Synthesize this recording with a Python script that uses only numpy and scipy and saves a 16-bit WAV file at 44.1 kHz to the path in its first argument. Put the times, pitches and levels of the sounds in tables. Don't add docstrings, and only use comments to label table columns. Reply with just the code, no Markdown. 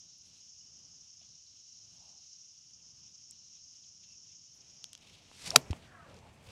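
import sys
import numpy as np
from scipy import signal
from scipy.fft import rfft, irfft, next_fast_len
from scipy.io import wavfile

SR = 44100
rng = np.random.default_rng(int(sys.argv[2]) if len(sys.argv) > 2 else 0)


def store_wav(level_fs):
    pcm = np.round(np.clip(np.atleast_2d(level_fs), -1, 1) * 32767)
    wavfile.write(sys.argv[1], SR, pcm.T.astype(np.int16))


N = 287085
T = np.arange(N) / SR
CUTOFF_HZ = 16000

# (time [s], level [dB])
CHORUS_LEVELS = [(0.0, -57.5), (0.14, -58), (0.31, -59.5), (0.5, -56.5), (0.83, -56.5), (0.94, -57),
                 (1.33, -57), (1.41, -59.5), (1.62, -55.5), (1.87, -57.5), (1.98, -58), (2.1, -57),
                 (2.36, -56), (2.5, -57.5), (2.75, -58), (3.05, -57.5), (3.24, -57.5), (3.36, -56.5),
                 (3.67, -56), (3.93, -58), (4.03, -56), (4.45, -57), (4.66, -60.5), (4.8, -58)]
# (pulse rate [Hz], depth [dB])
CHORUS_THROBS = [(12.2, 1.0), (24.5, 0.73), (32.8, 1.1)]
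# (frequency [Hz], width [Hz], level relative to the chorus [dB])
NEAR_VOICES = [(5480, 90, -12.5), (5730, 45, -13.5)]
# (start [s], fade [s], drop [dB])
CHORUS_HUSHES = [(4.84, 0.16, 10), (5.67, 0.22, 16)]
# (time [s], level [dB], half length [s])
WIND_GUSTS = [(0.05, -73, 0.1), (0.318, -71.5, 0.12), (0.843, -69.5, 0.25), (1.28, -72.5, 0.098),
              (1.535, -77, 0.066), (1.942, -70.5, 0.17), (2.137, -74, 0.098), (2.94, -71, 0.26),
              (3.337, -76.5, 0.37), (4.197, -75, 0.74)]
TREE_RUSTLES = [(0.333, -70, 0.11), (2.05, -72.5, 0.4), (4.754, -81, 0.18)]
# (start [s], hold [s], husk level [dB], tone level [dB])
SONG_BOUTS = [(.09, 0.047, -72.5, -84), (0.268, 0.12, -76, -81), (1.24, 0.12, -75, -84),
              (1.474, 0.89, -76, -84), (3.332, .26, -78, -79)]
# (time [s], peak [dB], centre [Hz], width [Hz], t60 [s])
TICK_BURSTS = [(.1835, -60, 10500, 3000, 0.0033), (1.211, -65, 654, 180, 0.035),
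               (1.465, -53, 4300, 900, .012), (3.31, -34.5, 7400, 1900, 0.002),
               (3.321, -54, 3000, 2500, 0.0052), (4.037, -52.5, 3220, 1800, .012),
               (4.9319, -41, 8200, 1100, .002), (5.143, -47, 4500, 2500, .005),
               (5.3147, -46.5, 450, 1100, 0.0071), (5.5128, -37, 800, 1000, 0.025),
               (5.516, -37, 3290, 1790, 0.019), (5.708, -37, 3600, 3970, 0.04),
               (5.7305, -33, 2850, 1500, 0.0045), (6.097, -53, 4500, 4000, .025),
               (6.143, -48, 4450, 4000, .008), (6.166, -52, 4800, 2500, .012),
               (6.189, -48, 4980, 4000, .004)]
# (time [s], level [dB], centre [Hz], width [Hz], half length [s])
SCUFF_PUFFS = [(.27, -77, 8500, 4000, .035), (.38, -76, 8200, 3500, .05), (1.224, -65.5, 3220, 1400, 0.042),
               (2.804, -72, 2900, 1000, 0.025), (3.051, -71.5, 3000, 1200, 0.059),
               (3.558, -69, 3300, 1300, 0.035), (3.844, -66.5, 3500, 1300, 0.015),
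               (4.042, -65.5, 3340, 1600, 0.019), (4.113, -74, 2660, 700, 0.079),
               (4.308, -68.5, 3020, 1400, 0.068), (4.555, -78, 10200, 4500, .035),
               (5.622, -57.5, 5500, 2400, 0.042), (5.76, -66.5, 5500, 6000, .06),
               (5.88, -69, 5500, 2500, .035), (6.181, -69.5, 6500, 1500, .05),
               (6.345, -71, 6500, 6000, .03), (6.47, -65, 6000, 7000, .07)]
# (time [s], level [dB], frequency [Hz], half length [s])
FAR_CHIRPS = [(.614, -73, 2960, .012), (.68, -79, 2990, .04), (4.113, -75, 2680, .045)]
# (start [s], hold [s], cloth level [dB], air level [dB])
BODY_MOVES = [(4.575, .38, -74.5, -72), (5.01, .35, -66, -65.5), (5.06, 0.1, -64.5, -76),
              (5.474, .004, -56, -56.5), (5.495, .015, -63, -48.5), (5.564, 0.038, -71, -53),
              (5.662, 0.1, -73, -53.5), (5.803, 0.05, -66.5, -59.5), (5.866, 0.68, -79, -60),
              (6.1, .075, -68, -65), (6.27, .03, -74, -71), (6.5, .01, -57.5, -54.5)]
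# (time [s], gain [dB], low-pass corner [Hz])
TAKEAWAY_CLICKS = [(4.8421, -30, 6760), (4.9319, -41, 18000), (4.9515, -37.5, 6500), (4.977, -50.5, 12000)]
FACE_BLOWS = [(5.55944, 15.0, 3446), (5.56097, 0.3, 20000)]
# (time [s], gain [dB])
SNAP_CONTACTS = [(5.505, -21.5), (5.5061, -26)]
# (frequency [Hz], relative level [dB], t60 [s])
CLICK_RESONANCES = [(1380, -20.5, 0.0021), (3190, -3, 0.0026), (4670, -4, 0.0013), (6170, 1, 0.0017),
                    (8400, -7.5, 0.0012), (11100, -7.5, 0.0011)]
SNAP_RESONANCES = [(3600, -14, .004), (4490, -13, .005), (5510, -4, .0042), (6900, -9, .003),
                   (9570, -17.5, .0025), (12500, -23, 0.0018)]
HEAD_RESONANCES = [(140, -48, .061), (254, -51, .069), (446, -41, .0254), (716, -32, .0093),
                   (1000, -32.5, .0134), (1350, -22.5, .0059), (1860, -27.5, .0052), (2450, -20.5, .0044),
                   (3260, -22.5, .0065), (3910, -16.1, .0058), (4832, -7, .0045), (5540, -7.5, .0057),
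                   (6040, -15, .0083), (6935, -13.5, .0085), (8039, -9.7, .0041), (9100, -3, .0016),
                   (9500, -25, .0085), (10670, -16.4, .0039), (12360, -17.5, .0051), (13999, -23.5, .0039)]
# (time [s], level [dB], frequency [Hz], t60 [s])
THUMP_MODES = [(5.5695, -29, 620, .003), (5.7037, -26, 189, 0.0087), (5.7068, -25, 82.5, 0.036),
               (5.7306, -30, 801, 0.0034), (5.7312, -38.5, 290, 0.01)]
# (time [s], level [dB], centre [Hz], width [Hz], half length [s])
WHIR_WAVES = [(6.001, -61, 1396, 700, 0.14), (6.12, -58.5, 536, 230, 0.065), (6.193, -65, 400, 120, .03),
              (6.262, -64.5, 780, 250, 0.057), (6.29, -65, 1080, 140, .025)]
# (time [s], level [dB], frequency [Hz], half length [s])
BALL_WHISTLES = [(5.95, -66, 1115, 0.027), (5.952, -68, 1670, .04), (6.002, -62.5, 1300, 0.038),
                 (6.0, -67, 690, 0.065), (7.4, -65.5, 765, .035)]

# (frequency [Hz], relative spectral density [dB])
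CHIRR_SPECTRUM = [(3800, -41), (4500, -18), (5000, -6.5), (5380, 0), (5730, -1.5), (5870, -3), (6550, -2.5),
                  (6900, -8), (7250, -20), (8000, -46)]
RUMBLE_SPECTRUM = [(20, -22.5), (45, -11.5), (80, 0.5), (160, -1.5), (250, -9), (400, -18.5), (750, -21),
                   (1300, -22.5), (2000, -30.5)]
TREETOP_SPECTRUM = [(300, -10), (600, -17.5), (1200, -15), (1800, -16), (2300, -8.5), (2950, 2), (3500, -2),
                    (4200, -1), (7500, -6.5), (9000, -15.5), (12000, -25.5), (16000, -35)]
CLOTH_SPECTRUM = [(500, -18), (1400, -19.5), (2000, -8), (2700, 3.5), (3700, 1.5), (5000, -3),
                  (7500, -10.5), (10000, -17), (13000, -27.5), (16000, -34)]
STIR_SPECTRUM = [(20, -19), (50, -6.5), (85, 0.5), (170, -2), (330, -12), (700, -11.5), (1100, -16.5),
                 (1600, -21), (2400, -17), (4000, -32), (8000, -30.5), (14000, -47)]
RUSH_SPECTRUM = [(200, -7.5), (600, -8), (1500, -6.5), (2500, 0), (3300, -3), (4300, 2), (6000, -2.5),
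                 (8500, -4.5), (11000, -13), (13000, -24), (16000, -33.5)]
TURF_SPECTRUM = [(100, -6), (500, 1), (1500, 0.5), (4000, 0), (6000, -4), (9000, -5.5), (12500, -5),
                 (16000, -22)]
SOIL_SPECTRUM = [(60, -2), (150, -3), (450, 0), (750, -1), (1200, -12), (2500, -24)]


def from_db(db):
    return 10 ** (np.asarray(db) / 20)


def rms_one(x):
    return x / np.sqrt(np.mean(x ** 2) + 1e-20)


def power_sum(gains):
    return np.sqrt(sum(gain ** 2 for gain in gains))


def add(out, start, sound):
    i = int(start * SR)
    out[i:i + len(sound)] += sound[:N - i]


def slopes(start, hold, attack, release):
    return attack * np.maximum(start - T, 0) + release * np.maximum(T - start - hold, 0)


def swell(s, db, half_s):
    return from_db(db) * np.exp(-np.minimum(((T - s) / half_s) ** 2, 50))


def burst(start, db, t60):
    return (T >= start) * from_db(db - 60 * np.clip((T - start) / t60, 0, 4))


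def drift(rate_hz):
    step, settle = 40, 2000
    pole = np.exp(-2 * np.pi * rate_hz * step / SR)
    white = rng.standard_normal(N // step + settle + 2)
    slow = signal.lfilter([1], [1, -2 * pole, pole * pole], white)[settle:]
    return np.interp(np.arange(N) / step, np.arange(len(slow)), rms_one(slow))


def noise(spectrum):
    hz, db = np.transpose(spectrum)
    size = next_fast_len(N, True)
    f = np.maximum(np.arange(size // 2 + 1) * SR / size, 1)
    skirts = np.minimum(f / hz[0], 1) ** 2 * np.minimum(hz[-1] / f, 1) ** 4
    shape = skirts * from_db(np.interp(np.log(f), np.log(hz), db))
    return rms_one(irfft(rfft(rng.standard_normal(size)) * shape, size)[:N])


def grain(hz, width_hz, envelope):
    low = np.hypot(hz, width_hz / 2) - width_hz / 2
    band = signal.butter(2, [low, min(low + width_hz, CUTOFF_HZ)], "band", fs=SR, output="sos")
    puff = signal.sosfilt(band, rng.standard_normal(len(envelope)) * envelope)
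    return puff / np.abs(puff).max()


def phase_of(hz):
    return 2 * np.pi * np.cumsum(np.broadcast_to(hz, N)) / SR


def narrowband(hz, width_hz):
    phase = phase_of(hz)
    return drift(width_hz) * np.cos(phase) + drift(width_hz) * np.sin(phase)


def rough_tone(hz, width_hz, roughness):
    return np.sqrt(2) * np.sin(phase_of(hz)) + roughness * narrowband(hz, width_hz)


def sinking(s, hz, octaves_per_s):
    return hz * 2 ** (-octaves_per_s * np.clip(T - s, -.5, .5))


def ring(start, hz, t60):
    subsample_s = start - int(start * SR) / SR
    age = np.maximum(T[:SR // 4] - subsample_s, 0)
    time_constants = age * np.log(1000) / t60
    return time_constants * np.exp(1 - time_constants) * np.sin(2 * np.pi * hz * age)


def hush_db():
    return sum(drop_db * np.clip((T - s) / fade, 0, 1) for s, fade, drop_db in CHORUS_HUSHES)


def insect_chorus(gain_db=0.2, flutter_db=1.04, grain_db=0.5, wander=0.034):
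    throb_db = sum(depth * np.sin(phase_of(rate * (1 + wander * drift(2.6))))
                   for rate, depth in CHORUS_THROBS)
    rasp = from_db(throb_db + flutter_db * drift(24.98) + grain_db * drift(350))
    near = sum(from_db(db) * narrowband(hz, width_hz) for hz, width_hz, db in NEAR_VOICES)
    level_db = gain_db + np.interp(T, *np.transpose(CHORUS_LEVELS)) - hush_db()
    return from_db(level_db) * rms_one((noise(CHIRR_SPECTRUM) + near) * rasp)


def wind(calm_db=-79.5, hiss_db=-72.5, gust_share=0.1, hush_share=0.14, flicker_db=1.0):
    calm = from_db(calm_db)
    rumble = power_sum([calm] + [swell(*gust) for gust in WIND_GUSTS])
    hiss = from_db(hiss_db) * (rumble / calm) ** gust_share
    hiss = power_sum([hiss] + [swell(*rustle) for rustle in TREE_RUSTLES])
    hiss *= from_db(flicker_db * drift(12) - hush_share * hush_db())
    far_band = rms_one(grain(hz=760, width_hz=320, envelope=np.ones(N)))
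    far = swell(s=2.074, db=-74, half_s=0.12) * far_band
    return rumble * noise(RUMBLE_SPECTRUM) + hiss * noise(TREETOP_SPECTRUM) + far


def low_insect(hz=4130, fade_db_per_s=250):
    husk = rms_one(grain(hz, width_hz=900, envelope=np.ones(N)))
    tone = narrowband(hz, width_hz=55)
    out = np.zeros(N)
    for s, hold, husk_db, tone_db in SONG_BOUTS:
        envelope = from_db(-slopes(s, hold, fade_db_per_s, fade_db_per_s))
        out += envelope * (from_db(husk_db) * husk + from_db(tone_db) * tone)
    return out


def ticks():
    out = np.zeros(N)
    for s, db, hz, width_hz, t60 in TICK_BURSTS:
        decay = from_db(-60 * T[:SR // 20] / t60)
        add(out, s, from_db(db) * grain(hz, width_hz, decay))
    return out


def scuffs(crest_db=9, crinkle_db=3):
    out, age = np.zeros(N), T[:SR // 4]
    middle = age.mean()
    for s, db, hz, width_hz, half_s in SCUFF_PUFFS:
        bell = np.exp(-2 * ((age - middle) / half_s) ** 2)
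        crinkle = from_db(crinkle_db * drift(110)[:len(age)])
        add(out, s - middle, from_db(db + crest_db) * grain(hz, width_hz, bell * crinkle))
    return out


def chirps(width_hz=70):
    return sum(swell(s, db, half_s) * narrowband(hz, width_hz) for s, db, hz, half_s in FAR_CHIRPS)


def player(crinkle_db=2.5):
    cloth, stir = [], []
    for s, hold, cloth_db, stir_db in BODY_MOVES:
        fade_db = slopes(s, hold, attack=219.5, release=240)
        cloth.append(from_db(cloth_db - fade_db))
        stir.append(from_db(stir_db - fade_db))
    crinkle = from_db(crinkle_db * drift(90))
    return power_sum(cloth) * crinkle * noise(CLOTH_SPECTRUM) + power_sum(stir) * noise(STIR_SPECTRUM)


def club_clicks(scatter_db=1.6):
    out = np.zeros(N)
    for s, click_db, corner_hz in TAKEAWAY_CLICKS:
        for k, (hz, db, t60) in enumerate(CLICK_RESONANCES):
            gain = from_db(click_db + db + rng.normal(0, scatter_db))
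            rolloff = np.hypot(1, (hz / corner_hz) ** 2)
            add(out, s, (-1) ** k * gain / rolloff * ring(s, hz, t60))
    return out


def downswing(fastest_s=5.550, top_hz=722, whistle_db=-37, rush_db=-52, turbulence_db=1.4):
    octaves_down = slopes(fastest_s, hold=0, attack=10, release=24)
    tone = rough_tone(top_hz * 2 ** -octaves_down, width_hz=290, roughness=0.52)
    whistle = from_db(whistle_db - slopes(fastest_s, hold=0, attack=598, release=519.5))
    rush = from_db(rush_db - slopes(start=5.412, hold=0.135, attack=168, release=274.5))
    flare = swell(s=5.472, db=-40, half_s=0.015)
    hiss = power_sum([rush, flare]) * from_db(turbulence_db * drift(120))
    return hiss * noise(RUSH_SPECTRUM) + whistle * tone


def snap():
    out = np.zeros(N)
    for s, snap_db in SNAP_CONTACTS:
        for k, (hz, db, t60) in enumerate(SNAP_RESONANCES):
            add(out, s, (-1) ** k * from_db(snap_db + db) * ring(s, hz, t60))
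    return out


def strike():
    crack = np.zeros(N)
    for s, blow_db, corner_hz in FACE_BLOWS:
        for hz, db, t60 in HEAD_RESONANCES:
            rolloff = np.hypot(1, (hz / corner_hz) ** 4)
            add(crack, s, from_db(blow_db + db) / rolloff * ring(s, hz, t60))
    ground_s = FACE_BLOWS[-1][0]
    cut = burst(ground_s, db=-20, t60=0.019)
    grass_spray = burst(ground_s, db=-39, t60=0.12)
    tear = burst(ground_s, db=-45, t60=0.33)
    return crack + (cut + grass_spray) * noise(TURF_SPECTRUM) + tear * noise(SOIL_SPECTRUM)


def thumps():
    out = np.zeros(N)
    for k, (s, db, hz, t60) in enumerate(THUMP_MODES):
        add(out, s, -(-1) ** k * from_db(db) * ring(s, hz, t60))
    return out


def ball_whir(echo_s=0.001012, lag_s_per_s=0.00502, echo_gain=0.55):
    launch_s = FACE_BLOWS[0][0]
    lag_s = echo_s + lag_s_per_s * np.maximum(T - launch_s, 0)
    out = np.zeros(N)
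    for s, db, hz, width_hz, half_s in WHIR_WAVES:
        whir = narrowband(sinking(s, hz, octaves_per_s=1.8), width_hz)
        echo = echo_gain * np.interp(T - lag_s, T, whir)
        out += swell(s, db, half_s) * rms_one(whir + echo)
    return out


def ball_whistles(hum_hz=85):
    out = swell(s=6.25, db=-63.5, half_s=0.3) * np.sqrt(2) * np.sin(2 * np.pi * hum_hz * T)
    for s, db, hz, half_s in BALL_WHISTLES:
        pitch_hz = sinking(s, hz, octaves_per_s=1.4)
        out += swell(s, db, half_s) * rough_tone(pitch_hz, width_hz=60, roughness=0.45)
    return out


def scene():
    shot = player() + club_clicks() + downswing() + snap() + strike() + ticks() + thumps()
    flight = ball_whir() + ball_whistles()
    surroundings = insect_chorus() + low_insect() + wind() + scuffs() + chirps()
    return (shot + flight + surroundings)[None]


def record(dry):
    low_pass = signal.ellip(10, .1, 80, CUTOFF_HZ, fs=SR, output="sos")
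    return signal.sosfilt(low_pass, np.tanh(dry))


dry = scene()
out = record(dry)
store_wav(out)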